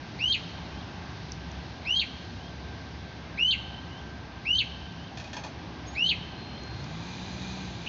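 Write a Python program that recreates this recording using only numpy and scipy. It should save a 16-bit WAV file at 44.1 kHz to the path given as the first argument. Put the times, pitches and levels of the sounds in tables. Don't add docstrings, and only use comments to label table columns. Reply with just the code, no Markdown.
import sys
import numpy as np
from scipy import signal
from scipy.fft import rfft, irfft
from scipy.io import wavfile
from scipy.ndimage import uniform_filter1d

SR = 44100
rng = np.random.default_rng(int(sys.argv[2]) if len(sys.argv) > 2 else 0)


def volts(x):
    e = np.asarray(x, float) / 20
    return 10 ** e


def persist_wave(psi):
    counts = np.round(np.clip(psi, -1, 1) * 32767).astype(np.int16)
    wavfile.write(sys.argv[1], SR, np.atleast_2d(counts).T)


N = 347508
TIME = np.arange(N) / SR

# time in seconds, rumble level in dB, change of the hiss in dB.
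AIR_LEVELS = [(0.0, -46.5, -1), (0.35, -44.5, 3.5), (0.61, -44.5, 1), (2.48, -46.5, -0.5),
              (3.14, -46.5, -2.5), (3.53, -46.5, -2), (3.88, -46, -2.5), (5.07, -47, -2.5), (5.46, -45, -2),
              (7.48, -44, -0.5), (7.88, -46, 0.5)]
# frequency in Hz, relative density in dB per Hz.
AIR_COLOUR = [(25, -23.5), (48, -23.5), (64, -2), (110, -4), (310, -10.5), (500, -19), (790, -14),
              (1300, -22.5), (2000, -22.5), (4000, -24.5), (5000, -28), (6300, -34), (7200, -43),
              (8000, -41.5)]
# centre in Hz, width of each of two filters in Hz, level in dB.
DRONE_LINES = [(68.1, 9.3, -50.5), (100.7, 9.1, -56.5), (169.94, 6.5, -52.5), (261.2, 7.9, -65.5),
               (1599, 160, -59)]
# time in seconds, pitch in Hz, level in dB before it wavers.
WHINE_PATH = [(0, 1563, -61), (2.2, 1563, -60), (2.7, 1562, -57), (4.2, 1562, -57), (4.9, 1563, -63),
              (7.88, 1563, -63)]

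# time in seconds, firing rate in Hz, engine level in dB, intake hiss in dB.
TRUCK_REVS = [(6.451, 83.5, -59, -42.5), (6.599, 95.37, -53, -67), (6.776, 127.5, -44.5, -56.5),
              (6.86, 148, -44, -53), (6.986, 165.3, -43.5, -50), (7.205, 184.1, -46, -47.5),
              (7.492, 189.4, -44.5, -46), (7.88, 180.7, -49.5, -49.5)]
# order in sixths of the firing rate, relative level in dB.
CRANK_ORDERS = [(2, -24), (3, -34), (4, -6), (5, -10.5), (6, 2.5), (8, -12), (9, -20), (12, -15)]
# centre in Hz, width of each of two filters in Hz, relative level in dB.
INTAKE_RESONANCES = [(2447, 170, -4), (3900, 1500, 1), (4740, 180, -13), (6160, 2400, -3)]

# start in seconds, peak in dB, weight of the lowest and highest modes in dB,
# rattle t60 in seconds.
LATCH_BLOWS = [(5.1718, -24.5, -8.5, 0.14), (5.1994, -26.5, -11, 0.15), (5.24, -33.5, -22, 0.2),
               (5.2705, -36.5, -15.5, 0.27), (5.3309, -24, -6.5, 0.18), (5.3663, -21.5, 4.5, 0.14),
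               (5.4359, -26, 2.5, 0.2)]
# frequency in Hz, relative level in dB, t60 in seconds.
LATCH_MODES = [(694, 1, .03), (857, 0, 0.043), (956, -2.5, 0.064), (1586, -6.5, 0.05), (1770, -3, 0.037),
               (2470, -1.5, 0.03), (3250, -5.5, 0.035), (4230, -8.5, 0.052), (6300, -8.5, 0.14)]

# time in seconds, pitch in Hz, level in dB before the tree mix halves it.
PEEPS = [
    [(5.862, 6480, -60), (5.885, 6540, -44), (5.91, 6500, -60), (5.935, 6750, -54.5), (5.965, 6920, -61),
     (5.985, 7300, -56), (5.995, 7260, -69)],
    [(6.36, 4150, -59), (6.39, 4170, -53), (6.6, 4200, -52), (6.8, 4220, -55.5), (6.83, 4330, -58)],
    [(7.861, 2100, -42), (7.867, 3080, -38), (7.869, 2840, -36), (7.871, 2300, -32), (7.88, 3250, -30)],
]
# time in seconds 2 ms ahead of the peak, peak in dB before the tree mix
# halves it, pitch at the peak in Hz.
CHIPS = [(1.3184, -28.5, 5650), (1.515, -42.5, 5900), (6.6337, -43.5, 6400), (6.8404, -41, 5220)]

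# delay in seconds, level in dB before the treble is dulled, sign.
NEAR_ECHOES = [(.0092, 0, -1), (.0031, -13, 1), (.0173, -12, 1), (.0222, -15, -1)]
# onset in seconds, t60 in seconds, level in dB.
TREES = [(.008, 0.17, -8), (.03, 1.2, -18)]
# delay in seconds, level in dB.
FAR_ECHOES = [(.488, -28.5), (.31, -37)]
WALL_DULL_HZ = 4100
FAR_HZ, FAR_BLUR_S = 3350, .00045

# start in seconds, flick in seconds, level in dB before swell and throat,
# knee pitch in Hz, climb in Hz per second, held pitch in Hz, side voice level in dB.
NOTES = [(0.187, 0.321, -26, 2582, 5880, 3222, -39.5), (1.849, 1.993, -26, 2501, 6630, 3253, -38.5),
         (3.372, 3.506, -21.5, 2647, 4380, 3117, -47.5), (4.448, 4.584, -23.5, 2612, 4560, 3190, -39.5),
         (5.950, 6.09, -24, 2418, 6300, 3179, -37.5)]
# share of the rise, dB relative to the note level.
SWELL = [(0, -9), (0.059, -7.5), (.25, -5), (.45, -3), (1, -0.5)]
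# seconds after the flick, pitch in Hz, dB relative to the note level.
FALL = [(0, 3600, 1.5), (.003, 3150, -2.5), (.012, 2900, -3.5), (.021, 2470, 2.5), (.029, 1950, 0.5),
        (.032, 1850, -29)]
# seconds from the flick start, pitch in Hz, dB relative to its own level.
SIDE_VOICE = [(-.05, 4400, -31), (-.042, 4350, -4.5), (-.02, 4050, 2), (0, 4050, -4), (.004, 4200, -21.5)]
# seconds from the flick start, pitch in Hz, dB relative to the note level.
AIRY = [(0, 7300, -51.5), (.006, 7300, -26.5), (.03, 7000, -25), (0.045, 7100, -50.5)]
# pitch in Hz, gain in dB.
THROAT = [(1800, -19), (2400, -6), (2900, 3), (4800, -9.5)]
# frequency of the 2nd or 3rd partial in Hz, gain in dB.
OVERTONES = [(3600, -15.5), (4600, -26), (6400, -26.5), (6900, -42), (7600, -36), (9000, -52.5)]
START_HZ, SCOOP_S, EASE_S = 1872, .012, 0.0121
FLICK_S, FLICK_TOP_HZ, FLICK_DB = .007, 4584, -12.5
OCTAVE_DB, THIRD_DB, SUM_TONE_DB = -20, -9, -13.5


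def curve(s, values, at=TIME):
    return np.interp(at, s, values)


def unit(x):
    return x / np.sqrt(np.mean(x ** 2))


def band(x, hz, width_hz):
    return signal.lfilter(*signal.iirpeak(hz, hz / width_hz, SR), x)


def walk(rate):
    k = int(SR / rate)
    steps = np.repeat(rng.standard_normal(N // k + 1), k)
    return unit(uniform_filter1d(uniform_filter1d(steps, k), k)[:N])


def whistle(s, hz, db, overtones=(), rough=0., wobble_hz=0.):
    gate = np.clip(np.minimum(TIME - s[0], s[-1] - TIME) / .002, 0, 1)
    pitch = curve(s, hz)
    if wobble_hz:
        pitch = pitch + wobble_hz * walk(1500)
    phase = 2 * np.pi * (np.cumsum(pitch) / SR + rng.random())
    tone = np.sin(phase)
    if overtones:
        tone = tone * volts(curve(*np.transpose(THROAT), pitch))
        partials = 0
        for k, overtone_db in enumerate(overtones, start=2):
            colour_db = curve(*np.transpose(OVERTONES), k * pitch)
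            partials = partials + volts(overtone_db + colour_db) * np.sin(k * phase)
        tone += volts(3.3 * walk(300)) * partials
    if rough:
        tone = tone * (1 + rough * walk(500))
    return np.sqrt(2) * gate * volts(curve(s, db)) * tone


def distance():
    s, rumble_db, hiss_db = np.transpose(AIR_LEVELS)
    hz, colour_db = np.transpose(AIR_COLOUR)
    f = np.fft.rfftfreq(N, 1 / SR) + 1
    spectrum = rfft(rng.standard_normal(N)) * volts(curve(np.log(hz), colour_db, np.log(f)))
    middle = spectrum[(f > 200) & (f < 1400)]
    spectrum /= np.sqrt(2 * np.sum(np.abs(middle) ** 2)) / N
    air = 0
    mean_db = rumble_db.mean()
    for octave in np.arange(4, 13.5, .5):
        part = irfft(spectrum * np.clip(1 - 2 * np.abs(np.log2(f) - octave), 0, 1), N)
        bright = np.clip((octave - 10.3) / 1.7, 0, 1)
        moving_db = np.clip(octave - 7, .3, 1) * (rumble_db - mean_db)
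        slow_db = (1 - bright) * moving_db + bright * hiss_db + mean_db
        air = air + part * volts(curve(s, slow_db) + 0.8 * walk(6))
    drone = 0
    for hz, width_hz, db in DRONE_LINES:
        line = band(band(rng.standard_normal(N), hz, width_hz), hz, width_hz)
        drone = drone + volts(db) * unit(line)
    whine = whistle(*np.transpose(WHINE_PATH)) * volts(2.8 * walk(8.3))
    return air + drone + whine


def truck():
    s, firing_hz, engine_db, hiss_db = np.transpose(TRUCK_REVS)
    firings = np.cumsum(curve(s, firing_hz) * (1 + 0.0092 * walk(15))) / SR
    orders = 0
    for k, db in CRANK_ORDERS:
        tone = np.sin(2 * np.pi * (k / 6 * firings + rng.random()))
        orders = orders + volts(db + 2 * walk(5.4)) * tone
    gas = rng.standard_normal(N) * (.5 + np.exp(-(firings % 1) / .3))
    hiss = 0
    for hz, width_hz, db in INTAKE_RESONANCES:
        hiss = hiss + volts(db) * unit(band(band(gas, hz, width_hz), hz, width_hz))
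    engine = np.sqrt(2) * volts(curve(s, engine_db)) * orders
    intake = volts(curve(s, hiss_db) + 1.1 * walk(14)) * unit(hiss)
    fade_in = np.clip((TIME - s[0]) / 0.33, 0, 1)
    return fade_in * (engine + intake)


def latch():
    out = np.zeros(N)
    t = np.arange(int(.3 * SR)) / SR
    for s, peak_db, edge_db, rattle_t60 in LATCH_BLOWS:
        rattle = rng.standard_normal(len(t)) * volts(6 * rng.standard_normal(len(t)))
        rattle = rattle * np.exp(-np.log(1000) * t / rattle_t60)
        ring = 0
        for hz, db, t60 in LATCH_MODES:
            level_db = db + 3.34 * rng.standard_normal()
            if hz < 1000 or hz > 6000:
                level_db += edge_db
            width_hz = np.log(1000) / np.pi / t60
            ring = ring + volts(level_db) * unit(band(rattle, hz, width_hz))
        crack = volts(4.5) * unit(band(rattle, 2700, 6000))
        hit = ring + crack
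        i = int(s * SR)
        out[i:i + len(t)] += volts(peak_db) * hit / np.max(np.abs(hit))
    return out


def small_birds():
    out = sum(whistle(*np.transpose(peep), rough=.15) for peep in PEEPS)
    for s, db, hz in CHIPS:
        t = TIME - s - .002
        swell = np.exp(-(t / 0.0014) ** 2)
        out += volts(db) * swell * np.sin(2 * np.pi * (hz * t - 290000.0 * t ** 2))
    return out


def surroundings(walls):
    t = np.arange(int(1.2 * SR)) / SR
    response = np.zeros(len(t))
    for s, db, sign in walls:
        response += np.sign(sign) * volts(db) * np.sinc((t - s) * SR)
    response = signal.filtfilt(*signal.butter(4, WALL_DULL_HZ, fs=SR), response)
    response[0] += 1
    for onset, t60, db in TREES:
        decay = np.exp(-np.log(1000) * t / t60) * (1 - np.exp(-t / onset))
        tail = rng.standard_normal(len(t)) * decay
        response += volts(db) * tail / np.sqrt(np.sum(tail ** 2))
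    for s, db in FAR_ECHOES:
        blur = np.exp(-((t - s) / FAR_BLUR_S) ** 2)
        gain = volts(db) * 2 / (np.sqrt(np.pi) * FAR_BLUR_S * SR)
        response += gain * np.cos(2 * np.pi * FAR_HZ * (t - s)) * blur
    return response


def songbird():
    out = np.zeros(N)
    share, swell_db = np.transpose(SWELL)
    for start, end, db, knee_hz, climb, held_hz, side_db in NOTES:
        fine = np.linspace(start, end, num=80)
        t = fine - start
        ease_hz = climb * EASE_S
        ramp = -ease_hz * np.logaddexp(-(knee_hz + climb * t) / ease_hz, -held_hz / ease_hz)
        pitch = ramp - (knee_hz - START_HZ) * np.exp(-t / SCOOP_S)
        level_db = db + curve(start + share * (end - start), swell_db, fine)
        last_hz = pitch[-1]
        flick = end + FLICK_S * np.array([.4, .8, 1.2, 1.5])
        flick_hz = last_hz + (FLICK_TOP_HZ - last_hz) * np.array([.25, .72, .95, .98])
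        flick_db = FLICK_DB + np.array([-5, 0, -1, -14])
        out += whistle(np.r_[fine, flick], np.r_[pitch, flick_hz], np.r_[level_db, flick_db],
                       overtones=(OCTAVE_DB - db, THIRD_DB))
        after, hz, fall_db = np.transpose(FALL)
        out += whistle(flick[2] + after, hz, db + fall_db, overtones=(-40,), rough=0.3, wobble_hz=59.9)
        after, hz, thin_db = np.transpose(SIDE_VOICE)
        thin_db = side_db + thin_db
        out += whistle(end + after, hz, thin_db, rough=0.7, wobble_hz=261)
        out += whistle(end + after, hz + last_hz, thin_db + SUM_TONE_DB, rough=0.95, wobble_hz=60)
        after, hz, airy_db = np.transpose(AIRY)
        out += whistle(end + after, hz, db + airy_db, rough=1.3, wobble_hz=590)
    return out


def scene():
    background = distance() + truck() + latch()
    birds = small_birds()
    through_trees = signal.fftconvolve(birds, surroundings(NEAR_ECHOES[2:]))[:N]
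    further = (birds + through_trees) / 2
    near = signal.fftconvolve(songbird(), surroundings(NEAR_ECHOES))[:N]
    return (background + further + near)[None]


def low_pass(x):
    return signal.sosfilt(signal.butter(12, 7800, fs=SR, output="sos"), x)


def record(dry):
    follow = 1 / (.015 * SR)
    loud = np.sqrt(signal.lfilter([follow], [1, follow - 1], dry ** 2) + 1e-12)
    bass = signal.sosfiltfilt(signal.butter(2, 300, fs=SR, output="sos"), dry)
    gain = (1 + (loud / volts(-26)) ** 2) ** -.33
    eased = bass + (dry - bass) * gain
    cut = signal.sosfilt(signal.cheby2(8, 60, 8970, fs=SR, output="sos"), eased)
    return low_pass(cut)


dry = scene()
out = record(dry)
persist_wave(out)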